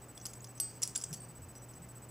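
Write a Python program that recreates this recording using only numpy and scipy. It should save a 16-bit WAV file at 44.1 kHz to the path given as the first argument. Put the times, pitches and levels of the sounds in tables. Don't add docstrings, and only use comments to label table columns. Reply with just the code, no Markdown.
import sys
import numpy as np
from scipy import signal
from scipy.fft import rfft, irfft
from scipy.io import wavfile
from scipy.ndimage import uniform_filter1d

SR = 44100
rng = np.random.default_rng(int(sys.argv[2]) if len(sys.argv) > 2 else 0)


def undo_db(level):
    steps = np.asarray(level, float) / 20
    return 10 ** steps


def store_pcm(level_fs):
    pcm = np.round(np.clip(level_fs, -1, 1) * 32767).astype(np.int16)
    wavfile.write(sys.argv[1], SR, np.atleast_2d(pcm).T)


N = 92610
T = np.arange(N) / SR


def evened(x):
    return x / np.sqrt(np.mean(x ** 2) + 1e-20)


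def read(points, hz):
    f, value = np.transpose(points)
    return np.interp(np.log(hz + 1), np.log(f + 1), value)


def add(mix, start_s, sound):
    part = mix[round(start_s * SR):][:len(sound)]
    part += sound[:len(part)]


def coloured(x, points):
    size = x.shape[-1]
    gain = undo_db(read(points, np.fft.rfftfreq(size, 1 / SR)))
    return irfft(rfft(x) * gain, size)


def fuzzy(hz, width_hz, size):
    warm_up = 4000
    noise = rng.standard_normal(size + warm_up) + 1j * rng.standard_normal(size + warm_up)
    r = np.exp(-np.pi * width_hz / SR)
    wander = signal.lfilter([1], [1, -2 * r, r * r], noise)[warm_up:]
    wander = wander / np.sqrt(np.mean(abs(wander) ** 2))
    return evened(((wander + 1) * np.exp(2j * np.pi * hz * T[:size])).real)


def ring(hz, db, t60, t):
    return (undo_db(db - 60 * t / t60) * np.sin(2 * np.pi * hz * t)).sum(0)


# (frequency [Hz], level [dB per Hz])
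AIR_SPECTRUM = [(20, -18), (50, -2), (150, -1.5), (450, -7), (700, -10), (1300, -15), (2500, -24),
                (4000, -35)]
# (frequency [Hz], level [dB per Hz])
HISS_SPECTRUM = [(1500, -12), (2700, 1), (3600, -10), (5700, 3), (8000, 0.5), (11000, -8), (15600, -13),
                 (15900, -58)]
# (frequency [Hz], likeness [0 to 1])
STEREO_LIKENESS = [(30, 1), (250, 0.97), (1000, .9), (3000, 0.92), (8000, 0.7), (15000, 0.27)]


def air():
    a, b = rfft(rng.standard_normal((2, N)))
    same = np.clip(read(STEREO_LIKENESS, np.fft.rfftfreq(N, 1 / SR)), 0, 1)
    mid = a * np.sqrt((1 + same) / 2)
    side = b * np.sqrt((1 - same) / 2)
    noise = irfft(np.array([mid + side, mid - side]), N)
    rumble = evened(coloured(noise, AIR_SPECTRUM))
    hiss = evened(coloured(noise, [(600, -22)] + HISS_SPECTRUM))
    return undo_db(-56) * rumble + undo_db(-72.5) * hiss


# (frequency [Hz], level [dB rms])
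HUM_LINES = [(60, -69.5), (120, -55), (770, -77), (1160, -81.5)]


def hum():
    flutter_db = rng.standard_normal(N)
    for _ in range(2):
        flutter_db = uniform_filter1d(flutter_db, size=3000)
    flutter_db = 1.44 * evened(flutter_db)
    lines = np.zeros(N)
    for hz, db in HUM_LINES:
        lines += undo_db(db + 2) * np.sin(2 * np.pi * (hz * T + rng.random()))
    return undo_db(flutter_db) * lines


# (frequency [Hz], level [dB rms])
BUZZ_LINES = [(4947, -85), (9846, -83), (10594, -83), (11052, -80), (11499, -84), (11789, -83),
              (12209, -84), (12505, -85), (12950, -78), (13350, -86), (13695, -87), (14100, -92),
              (15550, -91)]
# (frequency [Hz], level [dB per Hz])
BURST_HISS_SPECTRUM = [(2000, -6), (5000, 0.5), (9000, 4), (13000, 8), (15600, -12), (15900, -56)]


def electronics():
    frame_s, first_s, on_s, edge_s = .066755, .0171, .033, .0014
    whine_hz, scan_hz, line_width_hz = 7999.9, 15235, 14
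    since_first = T - first_s
    on = uniform_filter1d(1. * (since_first % frame_s < on_s), int(edge_s * SR))
    burst = undo_db(-53.5) * np.cos(2 * np.pi * whine_hz * T + 1)
    for hz, db in BUZZ_LINES:
        burst += undo_db(db) * fuzzy(hz, line_width_hz, N)
    scan = 2 * np.pi * scan_hz * T
    burst += undo_db(-80) * np.sin(scan + 2 * 2 * np.pi * since_first / frame_s + 1.4)
    a, b = rng.standard_normal((2, N))
    hiss = np.array([a + 0.1 * b, a - 0.1 * b])
    burst = burst + undo_db(-67) * evened(coloured(hiss, BURST_HISS_SPECTRUM))
    scan_gain = 1 - on + 1.25 * on
    return on * burst + undo_db(-69) * scan_gain * np.sin(scan)


# (time [s], pitch [Hz])
BUMP_STARTS = [
    (1.01, 150),
    (1.105, 150),
    (1.125, 210),
    (1.29, 150),
    (1.385, 85),
    (1.755, 170),
    (1.795, 190),
    (1.815, 150),
]
# (level [dB], t60 [s])
BUMP_DECAYS = [(-53, 0.16), (-46.5, 0.52), (-50, 0.25), (-52, 0.16), (-46, 0.38), (-53, 0.32), (-51, 0.26),
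               (-51.5, 0.22)]


def bumps():
    out, t = np.zeros(N), T[:SR // 3]
    rise = np.minimum(t / 0.0054, 1)
    for (start_s, hz), (db, t60) in zip(BUMP_STARTS, BUMP_DECAYS):
        add(out, start_s, undo_db(db - 60 * t / t60) * fuzzy(hz, 51, len(t)) * rise)
    return out


# (time [s], pitch [Hz])
SQUEAK_STARTS = [(.885, 8250), (1.199, 8450), (1.216, 8480), (1.248, 5900), (1.553, 5885), (.954, 3700),
                 (1.015, 8200), (.96, 4750), (.175, 3400), (.253, 1330), (.953, 1550), (1.105, 1700),
                 (.18, 8200), (1.227, 8480), (1.615, 5800), (.853, 5600), (1.835, 2080), (1.253, 8450)]
# (length [s], level [dB], share of the length spent swelling [0 to 1])
SQUEAK_SHAPES = [(0.064, -59, .13), (.016, -48.5, 0.5), (0.011, -51, .2), (0.02, -64, .2),
                 (0.066, -63, 0.091), (0.0055, -50, .2), (0.011, -51, .13), (0.018, -51, 0.15),
                 (0.0063, -53.5, .13), (0.012, -54.5, 0.17), (0.019, -56, 0.16), (0.011, -59, .13),
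                 (0.022, -63, .13), (0.029, -54.5, .3), (0.037, -70, .2), (.018, -56, .4),
                 (0.032, -68.5, 0.24), (0.034, -77, .2)]


def squeaks():
    out = np.zeros(N)
    for (start_s, hz), (length_s, db, swell) in zip(SQUEAK_STARTS, SQUEAK_SHAPES):
        u = T[:int(length_s * SR)] / length_s
        shape = np.minimum(u / swell, 1) * (1 - u ** 4)
        add(out, start_s, undo_db(db) * fuzzy(hz, 180, len(u)) * shape)
    return out


BLADE_PITCHES = [4565, 4570, 5926, 8183, 8190, 10450, 11845, 11875, 13750, 7467]
# (level [dB], t60 [s])
BLADE_DECAYS = [(-28, .9), (-42, .5), (-12, .07), (-3.5, .29), (-19, .6), (-12, .035), (-4, .05), (-35, .3),
                (-22, .04), (-20, .1)]
# (time [s], level [dB], t60 [s])
LATE_RINGS = [
    (1.145, -63, .7),
    (.957, -54, .12),
]
FREE_RING_S = .6


def blade():
    out, t = np.zeros(N), T[:SR // 2]
    catch_s, catch_db, rise_s = .108, -9, .002
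    db, t60 = np.transpose(BLADE_DECAYS)[:, :, None]
    free = ring(np.c_[BLADE_PITCHES], db - 26.5, t60, t)
    caught = undo_db(catch_db * np.clip((t - catch_s) * 60, 0, 1))
    add(out, FREE_RING_S, free * np.minimum(t / rise_s, 1) * caught)
    for start_s, ring_db, ring_t60 in LATE_RINGS:
        add(out, start_s, undo_db(ring_db - 60 * t / ring_t60) * np.sin(2 * np.pi * BLADE_PITCHES[0] * t))
    return out


# (frequency [Hz], level [dB])
HANDLE_MODES = [(1350, -14), (3600, -8), (4800, -29), (5300, -5), (5730, 2.5), (6700, -8), (7520, 3),
                (8250, -1.5), (9300, -18), (10250, 3.5), (11850, -5), (13900, -14)]
# (frequency [Hz], level [dB per Hz])
CRACK_SPECTRUM = [(500, -19.5), (1500, -29), (2800, -12.5), (4100, -14.5), (5200, -5.5), (7400, 0),
                  (10300, -1.5), (16000, -18)]
# (frequency [Hz], level [dB per Hz])
JANGLE_SPECTRUM = [(3000, -17), (4200, -18.5), (4700, -1), (7600, -5), (10500, -27), (14000, -17)]


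def blow(start_s, peak_db, hz, burst_ms, wide_db, jangle_t60=0.2):
    t = T[:SR // 4]
    size, lead = 2048, 256
    ms = np.maximum(T[:size] - T[lead], 0) * 1000
    wide = undo_db(wide_db)

    grit = undo_db(2 * rng.standard_normal(128)).repeat(16)
    contact = rng.standard_normal(size) * grit * (1 - np.exp(-ms / 0.071)) * np.exp(-ms / max(burst_ms, .1))
    contact[260] = 3.5

    r = np.exp(-np.pi * 1000 / SR)
    poles = [1, -2 * r * np.cos(2 * np.pi * hz / SR), r * r]
    spot = signal.lfilter([1, 0, -1], poles, signal.lfilter([1], poles, contact))
    crack = coloured(contact, CRACK_SPECTRUM)
    crack = wide * crack / abs(crack).max() + undo_db(-3.5) * spot / abs(spot).max()

    mode_hz, db = np.transpose(HANDLE_MODES)[:, :, None]
    level_luck, tune_luck = rng.standard_normal((2, len(HANDLE_MODES), 1))
    octaves_off = np.log2(mode_hz / hz)
    db = db - 20 + 1.5 * level_luck - 3 * np.minimum(octaves_off ** 2, 2)
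    body = ring(mode_hz * (1 + .012 * tune_luck), db, .028, t[:size])

    grain = undo_db(3.5 * rng.standard_normal(len(t) // 64 + 1)).repeat(64)[:len(t)]
    jangle = evened(coloured(rng.standard_normal(len(t)) * grain, JANGLE_SPECTRUM))
    jangle = jangle * undo_db(-29.5 - 60 * t / jangle_t60)

    out = np.zeros(len(t))
    out[:2 * size - 1] = wide * signal.fftconvolve(body, contact / np.linalg.norm(contact))
    out[300:] += wide * jangle[:-300]
    out[:size] += crack
    return start_s - T[lead] + .0002, undo_db(peak_db - 2) * out


# (time [s], peak level [dB], pitch [Hz], burst [ms], wide crack [dB])
LIGHT_TICKS = [(0.177, -38.5, 5800, 1.8, 2.5), (0.2003, -41.5, 6260, 4.7, -14.5),
               (0.2125, -39, 5930, 4.1, -15), (0.405, -39.5, 7000, 2.9, -15), (0.4713, -41, 6270, 3, -10),
               (0.5773, -41, 6160, 8.6, -6.5), (1.0022, -38, 6350, 1.6, 0), (1.013, -31.5, 5700, 2.7, -4),
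               (1.1084, -41, 7130, 2.5, -15), (1.118, -44, 5800, 2.3, -17), (1.1449, -40, 7600, 2.5, 6),
               (1.5526, -50, 5240, 2, 4), (1.726, -50, 6900, 2.3, -10), (1.736, -46, 6000, 2.8, -3),
               (1.74, -48.5, 6000, 2.5, 1.5), (1.8881, -50, 6000, 2.9, -5), (0.853, -40, 8300, 5.4, 4),
               (0.737, -51, 6500, 2, 1)]
# (time [s], peak level [dB], pitch [Hz], burst [ms], wide
# crack [dB])
HANDLE_CLACKS = [(.2542, -32, 5000, 1.9, 8), (.2582, -32.5, 7700, 1.6, 6.5), (.2652, -29, 6430, 1.7, 1),
                 (.3327, -46, 7500, 1, 2), (.3346, -39.5, 6700, 2.2, 8), (.444, -38, 5270, 2.9, 4.5),
                 (0.4473, -38, 6200, 2.8, -3), (.8189, -27.5, 8160, 0.84, -3), (.8203, -30.5, 7400, 1.6, 0),
                 (.8256, -23, 7260, .5, -6), (.8268, -20.5, 5750, 1.3, -6), (.8292, -27, 6000, 1.2, -1),
                 (.8315, -15.5, 7260, 0.33, -3), (.8326, -18, 5730, 1.07, -0.5),
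                 (.8344, -20, 8030, 0.79, -1), (.8358, -25, 5740, 1.1, 6), (.8377, -26, 5400, 0.71, -12),
                 (.8412, -41, 5860, 1.5, -4), (.8755, -25, 8900, 0.42, 3), (.8772, -37, 6000, .7, 1),
                 (.951, -25.5, 6900, .7, -9), (0.9553, -27, 5860, .8, 1), (0.9574, -22, 6500, 0.66, -13),
                  (0.959, -18, 7280, 0.92, -8), (0.9607, -18, 8750, 0.55, 0.5),
                  (0.962, -22.5, 7500, 1.7, -17), (.9764, -35, 7050, .3, -10),
                  (0.9762, -19.5, 9470, 0.53, -19), (0.979, -39, 10000, 2, -3),
                  (1.0177, -34, 5840, 0.89, -11), (1.0192, -35, 8100, 1.2, -1), (1.022, -31, 7960, 2, -2),
                  (1.0372, -25, 8000, 0.68, -7.5), (1.0394, -19, 7880, 0.69, -3),
                  (1.0424, -27.5, 5900, 0.84, -12), (1.1287, -32.5, 6050, 2, 4),
                  (1.1328, -39, 5730, 0.84, 4), (1.1365, -33, 7440, 1.4, 4.5),
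                  (1.1402, -34.5, 10300, 0.48, 6), (1.1426, -30.5, 6140, 2.5, -6),
                  (1.132, -35, 11900, 3.7, -10), (.837, -35, 13900, 3.5, -27), (.265, -35, 11900, 3, -15),
                  (0.257, -29.5, 10040, 2.6, -18)]
# (peak level [dB], pitch [Hz], burst [ms], wide crack [dB], jangle t60 [s])
BLADE_BLOW = (-25.5, 10412, 1.5, 7, 0.52)


def knife():
    out = blade() + squeaks()
    for row in LIGHT_TICKS + HANDLE_CLACKS + [(FREE_RING_S, *BLADE_BLOW)]:
        add(out, *blow(*row))
    return out


# (frequency [Hz], t60 [s])
ROOM_DECAY = [(1000, 1), (4000, 0.29), (5500, 0.26), (8000, 0.31), (14000, 0.14)]


def room(x):
    taps = np.zeros((2, SR // 2))
    at = np.arange(100, SR // 2 - 12, 12)
    for channel in taps:
        channel[at + rng.integers(0, 12, len(at))] = rng.choice([-1., 1.], len(at))
    stereo = np.array([taps[0] + 0.042 * taps[1], taps[0] - 0.06 * taps[1]])
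    hz, t, z = signal.stft(stereo, SR, nperseg=256)
    fade = undo_db(-60 * t / read(ROOM_DECAY, hz)[:, None])
    tail = signal.istft(z * fade, SR, nperseg=256)[1]
    return signal.fftconvolve(x[None], tail / np.linalg.norm(tail[0]), axes=1)[:, :N]


def scene():
    steel = knife()
    return air() + hum() + electronics() + bumps() + steel + undo_db(-12) * room(steel)


def roll_off(x):
    return signal.sosfilt(signal.butter(12, 16800, fs=SR, output="sos"), x)


def record(dry):
    lag_samples, edge_hz = 0.48, 15900
    hz = np.fft.rfftfreq(N, 1 / SR)
    lag = np.exp(-1j * np.pi * hz / SR * lag_samples * np.array([[1], [-1]]))
    mix = irfft(rfft(dry) * lag / (1 + (hz / edge_hz) ** 90), N)
    return roll_off(mix)


dry = scene()
out = record(dry)
store_pcm(out)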